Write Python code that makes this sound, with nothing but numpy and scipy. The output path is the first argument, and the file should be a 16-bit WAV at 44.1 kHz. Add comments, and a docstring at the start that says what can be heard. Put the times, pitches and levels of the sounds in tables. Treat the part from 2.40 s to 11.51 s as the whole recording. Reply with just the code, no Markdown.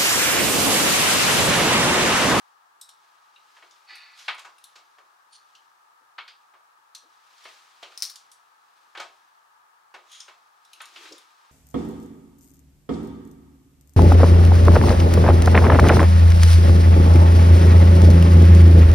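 """A steady rush of ventilation fills a small room; cloth swishes and a wire hook ticks as garments are
taken off a closet rail one at a time. Friction makes the hooks scrape and the fabric rustle. Impacts
excite natural modes: hanger bodies clack together and, loudest of all, the gathered hooks snap past
each other. Steps and a flapping garment thud softly, the floor creaks, and the closet reverberates."""
import sys
import numpy as np
from scipy import signal
from scipy.fft import rfft, irfft, next_fast_len
from scipy.io import wavfile
from scipy.ndimage import uniform_filter1d, map_coordinates

SR = 44100
rng = np.random.default_rng(int(sys.argv[2]) if len(sys.argv) > 2 else 0)


def transcribe(u):
    """Save the signal u as a 16-bit wav file named by the first command-line argument.

    u: samples, shape (n,) or (channels, n), limited to [-1, 1]; the rate is SR.
    q: integer samples, one column per channel.
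    """
    v = np.clip(np.atleast_2d(u).T, -1, 1)
    q = np.round(v * 32767).astype(np.int16)
    wavfile.write(sys.argv[1], SR, q)


N = 401856
SIZE = 2 ** 14  # samples in one impulse response
T = np.arange(SIZE) / SR
HZ = np.fft.rfftfreq(SIZE, 1 / SR)


def amp(db):
    """Amplitude ratio of a level in decibels."""
    return 10 ** (np.asarray(db) / 20)


def unit(x):
    """Normalisation to rms 1."""
    return x / np.sqrt(np.mean(np.abs(x) ** 2) + 1e-20)


def along(points, hz):
    """Interpolation of (Hz, value) points on a logarithmic frequency axis."""
    freqs, values = np.transpose(points)
    return np.interp(np.log(hz + 1), np.log(freqs), values)


def shape(points, hz=HZ):
    """Spectral envelope through (Hz, dB) points, with unit mean power."""
    return unit(amp(along(points, hz)))


def peaks(modes, hz=HZ):
    """Second-order resonances summed in power, with unit mean power."""
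    power = sum(amp(db) ** 2 * (hz * width) ** 2 / ((centre ** 2 - hz ** 2) ** 2 + (hz * width) ** 2)
                for centre, width, db in modes)
    return unit(np.sqrt(power))


def steep(modes, hz=HZ):
    """Steep-skirted resonances, 12 dB down one half-width from the centre, with unit mean power."""
    return unit(sum(amp(db) / (1 + ((hz - centre) / width) ** 2) ** 2 for centre, width, db in modes))


def wobble(rate):
    """Smooth random modulation with `rate` knots a second."""
    knots = rng.standard_normal(int(N * rate / SR) + 4)
    return map_coordinates(knots, [np.arange(N) * rate / SR], order=2)


def swell(s, db, rise, fall, hold=0, sag=0):
    """Exponential envelope reaching db at time s; rise and fall in s per 10 dB, sag in dB per s."""
    t = np.arange(N) / SR - s
    ramps = np.maximum(-t, 0) / rise + np.maximum(t - hold, 0) / fall
    return amp(db - np.minimum(10 * ramps + sag * np.clip(t, 0, hold), 200))


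def filtered(x, response):
    """Linear filtering: the spectrum is multiplied by a frequency response."""
    size = next_fast_len(N + SIZE)
    return irfft(rfft(x, size) * response(np.fft.rfftfreq(size, 1 / SR)), size)[..., :N]


def stereo(pair, side_db):
    """Left and right as the sum and difference of a mid and a side signal."""
    mid, side = pair[0], amp(side_db) * pair[1]
    return np.array([mid + side, mid - side])


def rush(response, side_db):
    """Spectrally shaped stereo noise of rms 1."""
    return unit(stereo(filtered(rng.standard_normal((2, N)), response), side_db))


def causal(gain):
    """Minimum-phase response of a given magnitude: the ringing follows the blow."""
    cepstrum = irfft(np.log(gain + 1e-6))
    return np.exp(rfft(2 * cepstrum * (np.arange(SIZE) < SIZE // 2) - cepstrum * (T == 0)))


def add(track, s, sound, pan_db=0):
    """Superposition of a sound at time s; positive pan_db favours the left."""
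    start = round(s * SR)
    track[:, start:start + SIZE] += (sound * amp([[pan_db / 2], [-pan_db / 2]]))[:, :N - start]


# The closet's decay. Each row: frequency in Hz, time to fall 60 dB in seconds.
REVERB_TIMES = [(200, 0.34), (600, 0.39), (1400, .24), (4000, 0.27), (9000, 0.23), (15000, 0.15)]

def closet(build_s=0.0023):
    """Reverberation: a diffuse tail of energy 1 in which each frequency decays at its own rate."""
    hz, t, spectra = signal.stft(rng.standard_normal((2, SIZE)), SR, nperseg=256)
    decay = amp(-60 * t / along(REVERB_TIMES, hz)[:, None])
    tail = signal.istft(spectra * decay, SR, nperseg=256)[1][:, :SIZE]
    return unit(stereo(tail * (1 - np.exp(-T / build_s)), side_db=-9)) / np.sqrt(SIZE)


def blow(gain, contact_s, rise_s, chatter_db, room_db, side_db, window_s=0.0069):
    """Impact excitation: an impulse and its chatter ring object and closet; peak short-term rms is 1."""
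    chatter = stereo(rng.standard_normal((2, SIZE)), side_db) * amp(-60 * T / contact_s)
    onset = 1 - np.exp(-T / rise_s)  # cloth between the parts softens the onset
    force = (T == 0) + amp(chatter_db) * unit(chatter * onset) / np.sqrt(SIZE) + amp(room_db) * closet()
    sound = irfft(rfft(force) * causal(gain))
    power = uniform_filter1d(sound.mean(0) ** 2, int(window_s * SR), mode="constant")
    return sound / np.sqrt(power.max())


# Spectra of the duct's hiss and low rush. Each row: frequency in Hz, relative level in dB.
DUCT_HISS = [(200, -51), (500, -24), (700, -14.5), (870, 2), (1050, -2.5), (1250, 4), (1450, -7),
             (1650, -3.5), (2000, -15), (3000, -19), (6000, -23), (15500, -31.5)]
DUCT_RUSH = [(15, -76), (25, -45), (91, -33.5), (108, -17), (291, -18.5), (325, -16), (354, -6.5),
             (448, -11.5), (576, -10), (662, -11.5), (700, 4.5), (910, -30), (1540, -120)]
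# Likeness of left and right. Each row: frequency in Hz, correlation from -1 to 1.
COHERENCE = [(60, 0.71), (180, 0.22), (550, -0.21), (1650, -0.22), (4970, -0.023), (15000, 0.69)]
# The motor's tone. Each row: frequency in Hz, rms level in dB.
MOTOR_HUM = [(118.4, -101)]

def ventilation():
    """Flow noise: air rushing in a duct reaches the ears partly correlated, over a faint motor hum."""
    def mid_side_gains(hz):
        colour = amp(-59) * shape(DUCT_HISS, hz) + amp(-80) * shape(DUCT_RUSH, hz)
        angle = np.arccos(along(COHERENCE, hz)) / 2
        return colour * [np.cos(angle), np.sin(angle)]

    air = stereo(filtered(rng.standard_normal((2, N)), mid_side_gains), side_db=0)
    t = np.arange(N) / SR
    hum = sum(amp(db) * np.sqrt(2) * np.sin(2 * np.pi * hz * t) for hz, db in MOTOR_HUM)
    return air * amp([[1.2], [-1.2]]) + hum


# The board's groans. Each row: peak time in seconds, level in dB, rise and fall in seconds per 10 dB.
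CREAKS = [(8.658, -59.5, .09, .027), (8.718, -52.5, .018, .037)]
# Spectrum of a creak. Each row: frequency in Hz, relative level in dB.
CREAK_SPECTRUM = [(30, -45), (120, -34), (220, -20.5), (340, 6), (460, -4), (900, -35), (3000, -60)]

def floorboard():
    """Forced vibration: a board groans under shifting weight."""
    groan = sum(swell(*row) for row in CREAKS)
    return groan * rush(lambda hz: shape(CREAK_SPECTRUM, hz), side_db=-17) * amp(1.5 * wobble(40))


# Soft low thuds: feet landing and a garment flapping. Each row: start in seconds, level in dB.
SOFT_THUDS = [(1.52, -70), (3.61, -72), (4.63, -69), (8.711, -45)]
# Their spectrum. Each row: frequency in Hz, relative level in dB.
SOFT_THUD_SPECTRUM = [(30, -38), (100, -28), (200, -21), (320, 6), (420, -0.5), (550, 1.5), (750, -16),
                      (2000, -53.5)]

def soft_thuds():
    """Soft impact: a yielding contact excites mainly low frequencies."""
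    track = np.zeros((2, N))
    for s, db in SOFT_THUDS:
        thud = blow(shape(SOFT_THUD_SPECTRUM), 0.11, 0.0035, chatter_db=19.5, room_db=10, side_db=-30)
        add(track, s, amp(db) * thud)
    return track


# Garments brushing past each other.
# Each row: fastest moment in seconds, level in dB, rise and fall in seconds per 10 dB.
SWISHES = [(0.03, -69, .3, .22), (0.65, -66, .12, .35), (1.18, -61.5, .35, .65), (1.9, -56, .2, .17),
           (2.35, -66, .35, .45), (3.1, -67, .15, .35), (4.02, -74, .2, .3), (4.74, -66, .11, .45),
           (5.09, -52.3, .16, .19), (5.6, -56.5, .4, .28), (6.42, -67, .25, .3), (6.72, -64, .2, .24),
           (7.76, -56.5, .11, .2), (8.635, -48.3, .18, .17), (9.02, -65, .2, .7)]
# Spectra of rubbing fibres and flapping folds. Each row: frequency in Hz, relative level in dB.
FIBRE_SPECTRUM = [(60, -48), (400, -27), (1000, 1.5), (2000, -0.5), (4000, 0), (6000, -4.5), (9000, -12.5),
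                  (15000, -24.5)]
FOLD_SPECTRUM = [(30, -23), (100, -19), (200, -9), (340, -0.5), (600, 0), (1200, -5.5), (2500, -23)]

def cloth(still_db=-82, flap_exponent=0.33):
    """Friction noise: fibres catch in small grains; the soft flapping grows more slowly than the swish."""
    swish = np.sqrt(amp(still_db) ** 2 + sum(swell(*row) ** 2 for row in SWISHES))
    flap = amp(-80) * (swish / amp(-60)) ** flap_exponent
    fibres = rush(lambda hz: shape(FIBRE_SPECTRUM, hz), side_db=-5.5) * amp(0.89 * wobble(90))
    folds = rush(lambda hz: shape(FOLD_SPECTRUM, hz), side_db=-7.5) * amp(1.8 * wobble(25))
    return swish * fibres * amp([[.8], [-.8]]) + flap * folds


# A hook slides, lifts off, turns and is dragged a short way. Each stroke: moment of full grip in
# seconds, level in dB, rise in seconds per 10 dB, hold in seconds, sag in dB per second.
LONG_SLIDE = (1.496, -45.5, .013, .274, 50)
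LIFT_OFF = (1.787, -47, .016, .078, 110)
TWIST = (2.932, -50.8, .009, .026, 70)
SHORT_DRAG = (7.728, -49.5, .022, .068, 70)
# Spectra of rubbed rail, rubbed wire and shaken rail. Each row: frequency in Hz, relative level in dB.
RAIL_HISS = [(290, -58), (500, -34), (826, -6), (990, -15), (1330, -3.5), (1590, -7), (2520, -2.5),
             (3110, -12.5), (4400, -4), (6060, -22), (14000, -44)]
WIRE_HISS = [(200, -49), (800, -10), (1500, 0.5), (4000, 4), (6000, -0.5), (8000, -7), (12000, -16),
             (16000, -31)]
RAIL_RUMBLE = [(20, -6), (45, 0), (70, -9), (130, -22), (400, -60)]
# The rail's modes. Each row: frequency in Hz, bandwidth in Hz, relative level in dB.
RAIL_MODES = [(1732, 11, 4.5), (1980, 50, -3), (2430, 31, -4.5), (2590, 28, -2), (2910, 37, -4.5),
              (3690, 34, -1), (4020, 27, -6), (4320, 21, -3), (4530, 47, -1.5)]
# Squeaks of a dragged and a turning hook. Each row: frequency in Hz, half-width in Hz, relative dB.
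DRAG_MODES = [(3280, 400, 0.5), (3830, 310, -4), (5500, 600, -9), (6620, 470, -0.5), (9300, 800, -11)]
TWIST_MODES = [(3330, 1000, -9), (4410, 310, 0), (6100, 2100, -10.5), (9150, 380, -3.5)]

def scrape(s, db, rise, hold, sag):
    """Envelope of sliding friction: a hook grips quickly, fades as it slows, and stops."""
    return swell(s, db, rise, fall=0.014, hold=hold, sag=sag)


def sliding_hooks(rumble_db=-36, room_db=-4.5):
    """Stick-slip friction excites the rail and the wire; the closet carries the sound on."""
    rail = lambda hz: shape(RAIL_HISS, hz) * np.hypot(1, amp(-7.5) * peaks(RAIL_MODES, hz))
    wire = lambda hz: shape(WIRE_HISS, hz)
    turning = lambda hz: steep(TWIST_MODES, hz)
    dragged = lambda hz: np.hypot(steep(DRAG_MODES, hz), amp(-6) * wire(hz))
    slide = scrape(*LONG_SLIDE) * rush(rail, side_db=-15) * amp(1.3 * wobble(130))
    lift = scrape(*LIFT_OFF) * rush(wire, side_db=-12) * amp(2.1 * wobble(140))
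    twist = scrape(*TWIST) * rush(turning, side_db=-10) * amp(2 * wobble(140))
    rumble = amp(rumble_db) * rush(lambda hz: shape(RAIL_RUMBLE, hz), side_db=-20)
    drag = scrape(*SHORT_DRAG) * (rush(dragged, side_db=-12) * amp(2 * wobble(170)) + rumble)
    friction = slide + lift + twist + drag
    return friction + amp(room_db) * signal.fftconvolve(friction, closet(), axes=1)[:, :N]


# Hooks touching the rail. Each row: start in seconds, level in dB, lower and upper ring in Hz,
# upper band in dB relative to the lower, click in dB relative to the lower ring.
TICKS = [(0.4131, -41.5, 3830, 8270, 2, -7), (0.4907, -48.5, 3900, 7600, -3.5, 1),
         (0.9612, -52.5, 2740, 7360, -29, -18), (1.3101, -55.5, 4820, 7820, -20, 3),
         (1.5544, -52, 4530, 9600, 0, 2), (1.9457, -58, 3040, 9300, 5, -6),
         (1.9932, -48, 2680, 7440, -6, -1), (2.182, -57.5, 2650, 9120, -3.5, -7),
         (2.24, -46, 4070, 10300, 1, 0), (3.151, -52, 3000, 7990, -19, -5),
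         (4.5492, -40, 4190, 8400, -8, 1), (4.9804, -59.5, 4700, 7330, -17, -1),
         (5.0397, -52.5, 3230, 7310, -8, -1), (5.7571, -43, 4770, 7070, -4, 7),
         (5.9163, -51, 5830, 9740, 0.5, 0), (7.7172, -51.5, 3240, 9250, -2, -4),
         (7.8026, -39.5, 6300, 7000, -20, 3), (8.2492, -57, 3830, 8550, -5.5, -7.5),
         (8.332, -46, 2800, 10000, -5.5, -4), (8.4163, -46.5, 2590, 7000, 3, -7),
         (8.4544, -49, 3930, 7000, -4, 1), (8.5697, -50, 3130, 7220, -21, -4),
         (8.723, -44, 4950, 7100, -14, 1), (8.7804, -50.5, 3570, 9000, -2, -4)]
# Spectra of the wire's broad click and its treble. Each row: frequency in Hz, relative level in dB.
CLICK_SPECTRUM = [(60, -51), (400, -36), (900, -18), (2300, -14), (3200, -2), (5500, -0.5), (7000, -7),
                  (10000, -26), (15000, -38)]
TREBLE_SPECTRUM = [(200, -70), (3000, -30), (6000, 0), (8000, 2), (10500, 2), (13500, -6), (16000, -17)]

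def ticking_hooks(mode_ratio=1.4, low_width_hz=420, high_width_hz=650, spacing_hz=330):
    """Bending modes: a struck hook rings at a low pair and a high one, over a click with weak modes."""
    track = np.zeros((2, N))
    for s, db, low_hz, high_hz, high_db, click_db in TICKS:
        ripple = map_coordinates(rng.standard_normal(256), [HZ / spacing_hz], mode="mirror")
        weak_modes = amp(3.5 * ripple)
        low_ring = steep([(low_hz, low_width_hz, 0), (mode_ratio * low_hz, low_width_hz, -4)])
        high_ring = steep([(high_hz, high_width_hz, 0)])
        low = unit(np.hypot(low_ring, amp(click_db) * shape(CLICK_SPECTRUM) * weak_modes))
        high = unit(np.hypot(shape(TREBLE_SPECTRUM) * weak_modes, amp(-2.5) * high_ring))
        gain = np.hypot(low, amp(high_db) * high)
        tick = blow(gain, 0.032, 0.00074, chatter_db=10.5, room_db=8.5, side_db=-10.5)
        add(track, s, amp(db) * tick, pan_db=1.2)  # the rail lies a little to the left
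    return track


# Hangers colliding. Each row: start in seconds, level in dB, thud and crack in dB relative to the
# clack, main resonance in Hz, spectral tilt in dB per octave.
KNOCKS = [(1.1656, -52, -15, -14, 1800, 0), (1.2227, -49, -7, -21, 1420, 0.5),
          (1.8801, -24.5, -25, -24.5, 2230, 1), (1.9797, -42.5, -20, -11, 1410, -1),
          (2.047, -43.5, -19, -11, 1400, -5), (2.3556, -48, -10, -3, 910, 4),
          (2.5817, -53, -10, -15, 845, -5.5), (3.7814, -34, -26, -38, 1270, 0.7),
          (3.8776, -45.3, -28, -15, 4700, 6.5), (4.1365, -54, -15, -20, 834, -6),
          (5.0515, -42.5, -8, -18, 1830, 4.5), (5.4264, -39.5, -8, -10, 2860, 5.5),
          (5.5174, -52, -10, -12, 1380, 3.5), (6.55, -40, -27, -19, 1540, -4.5),
          (6.5723, -38.5, -4, -13, 1570, 5), (6.5982, -34, -20, -9, 760, -2),
          (7.5406, -42, -6.5, -14, 1596, -1.5), (7.88, -46, -12, -12, 1030, -0.5),
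          (8.4028, -39.5, -29, -18, 1270, 0), (8.5587, -42, -19, -26, 2590, 6.5),
          (8.6535, -45.5, -16, -18, 3900, 2)]
# Modes of a hanger body. Each row: frequency in Hz, bandwidth in Hz, relative level in dB.
BODY_MODES = [(1093, 16, -2.5), (1250, 19, 0), (1462, 50, -4.5), (2230, 46, -2), (2638, 22, -0.5),
              (3120, 16, -10.5), (3236, 31, -3), (4150, 39, -8), (4290, 32, -6)]
# Spectra of the three parts of a knock. Each row: frequency in Hz, relative level in dB.
CLACK_SPECTRUM = [(60, -70), (250, -38), (600, -15), (900, -2.5), (1300, 1), (1800, -1.5), (2500, -2),
                  (3400, -4), (4400, -9), (5800, -25.5), (9000, -43), (15000, -57)]
THUD_SPECTRUM = [(30, -45), (100, -30.5), (220, -27.5), (360, -2.5), (480, -4.5), (680, 1.5), (1000, -3),
                 (2000, -53)]
CRACK_SPECTRUM = [(200, -73), (2000, -27.5), (4000, 0.5), (6000, -1), (8000, -7.5), (10500, -18),
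                  (15000, -24)]

def hanger_bodies(width_hz=600, ring_db=-7):
    """Impact: the thud of a clothed hanger, the clack of its arms and a contact crack add in power."""
    track = np.zeros((2, N))
    arms = unit(shape(CLACK_SPECTRUM) * np.hypot(1, amp(-13.5) * peaks(BODY_MODES)))
    for s, db, thud_db, crack_db, ring_hz, tilt in KNOCKS:
        tilted = unit(arms * amp(tilt * np.log2((HZ + 100) / 2000)))
        ring = steep([(ring_hz, width_hz, 0)]) * np.minimum(HZ / ring_hz, 1) ** 2
        clack = unit(np.hypot(tilted, amp(ring_db) * ring))
        thud = amp(thud_db) * shape(THUD_SPECTRUM)
        crack = amp(crack_db) * shape(CRACK_SPECTRUM)
        gain = np.sqrt(clack ** 2 + thud ** 2 + crack ** 2)
        knock = blow(gain, 0.042, 0.0049, chatter_db=17, room_db=19.5, side_db=-18)
        add(track, s, amp(db) * knock, pan_db=0.7)
    return track


# Gathered hooks slipping past each other. 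Each row: start in seconds, ping and rattle levels in dB.
SNAPS = [(5.576, -24, -43.5), (5.604, -32.5, -55), (5.6226, -11.3, -27.8), (5.6316, -19.5, -36.5),
         (5.652, -20.5, -43.5), (5.698, -34.5, -42)]
# The ping's modes and the rattle's spectrum. Each row: frequency in Hz, relative level in dB.
PING_MODES = [(4750, -25), (5450, 0), (9150, -12.5)]
RATTLE_SPECTRUM = [(60, -63), (400, -46.5), (900, -20), (3200, -15), (4000, -4.5), (5200, -3), (6100, -9.5),
                   (6800, -10), (8300, -14), (9150, -6), (10000, -13.5), (13000, -15), (16000, -19)]

def snapping_hooks(rise_s=0.00044, room_db=-7):
    """Damped free vibration: a sprung hook lets go, pings, is stilled by the hand; neighbours rattle."""
    track = np.zeros((2, N))
    envelope = (T / rise_s) ** 2 * np.exp(2 - 2 * T / rise_s)
    ping = envelope * sum(amp(db) * np.sin(2 * np.pi * hz * T) for hz, db in PING_MODES)
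    for s, ping_db, rattle_db in SNAPS:
        room = (T == 0) + amp(room_db) * closet()
        add(track, s, amp(ping_db) * irfft(rfft(ping) * rfft(room)), pan_db=4.5)
        rattle = blow(shape(RATTLE_SPECTRUM), 0.046, 0.001, chatter_db=14, room_db=12, side_db=-5)
        add(track, s, amp(rattle_db) * rattle, pan_db=2)
    return track


def scene():
    """Superposition: the pressures of all sources add."""
    hangers = hanger_bodies() + ticking_hooks() + snapping_hooks() + sliding_hooks()
    return hangers + cloth() + floorboard() + soft_thuds() + ventilation()


def record(dry):
    """Band limiting: an ideal low-pass filter removes everything above 15850 Hz."""
    return filtered(dry, lambda hz: hz < 15850)


dry = scene()
out = record(dry)
transcribe(out)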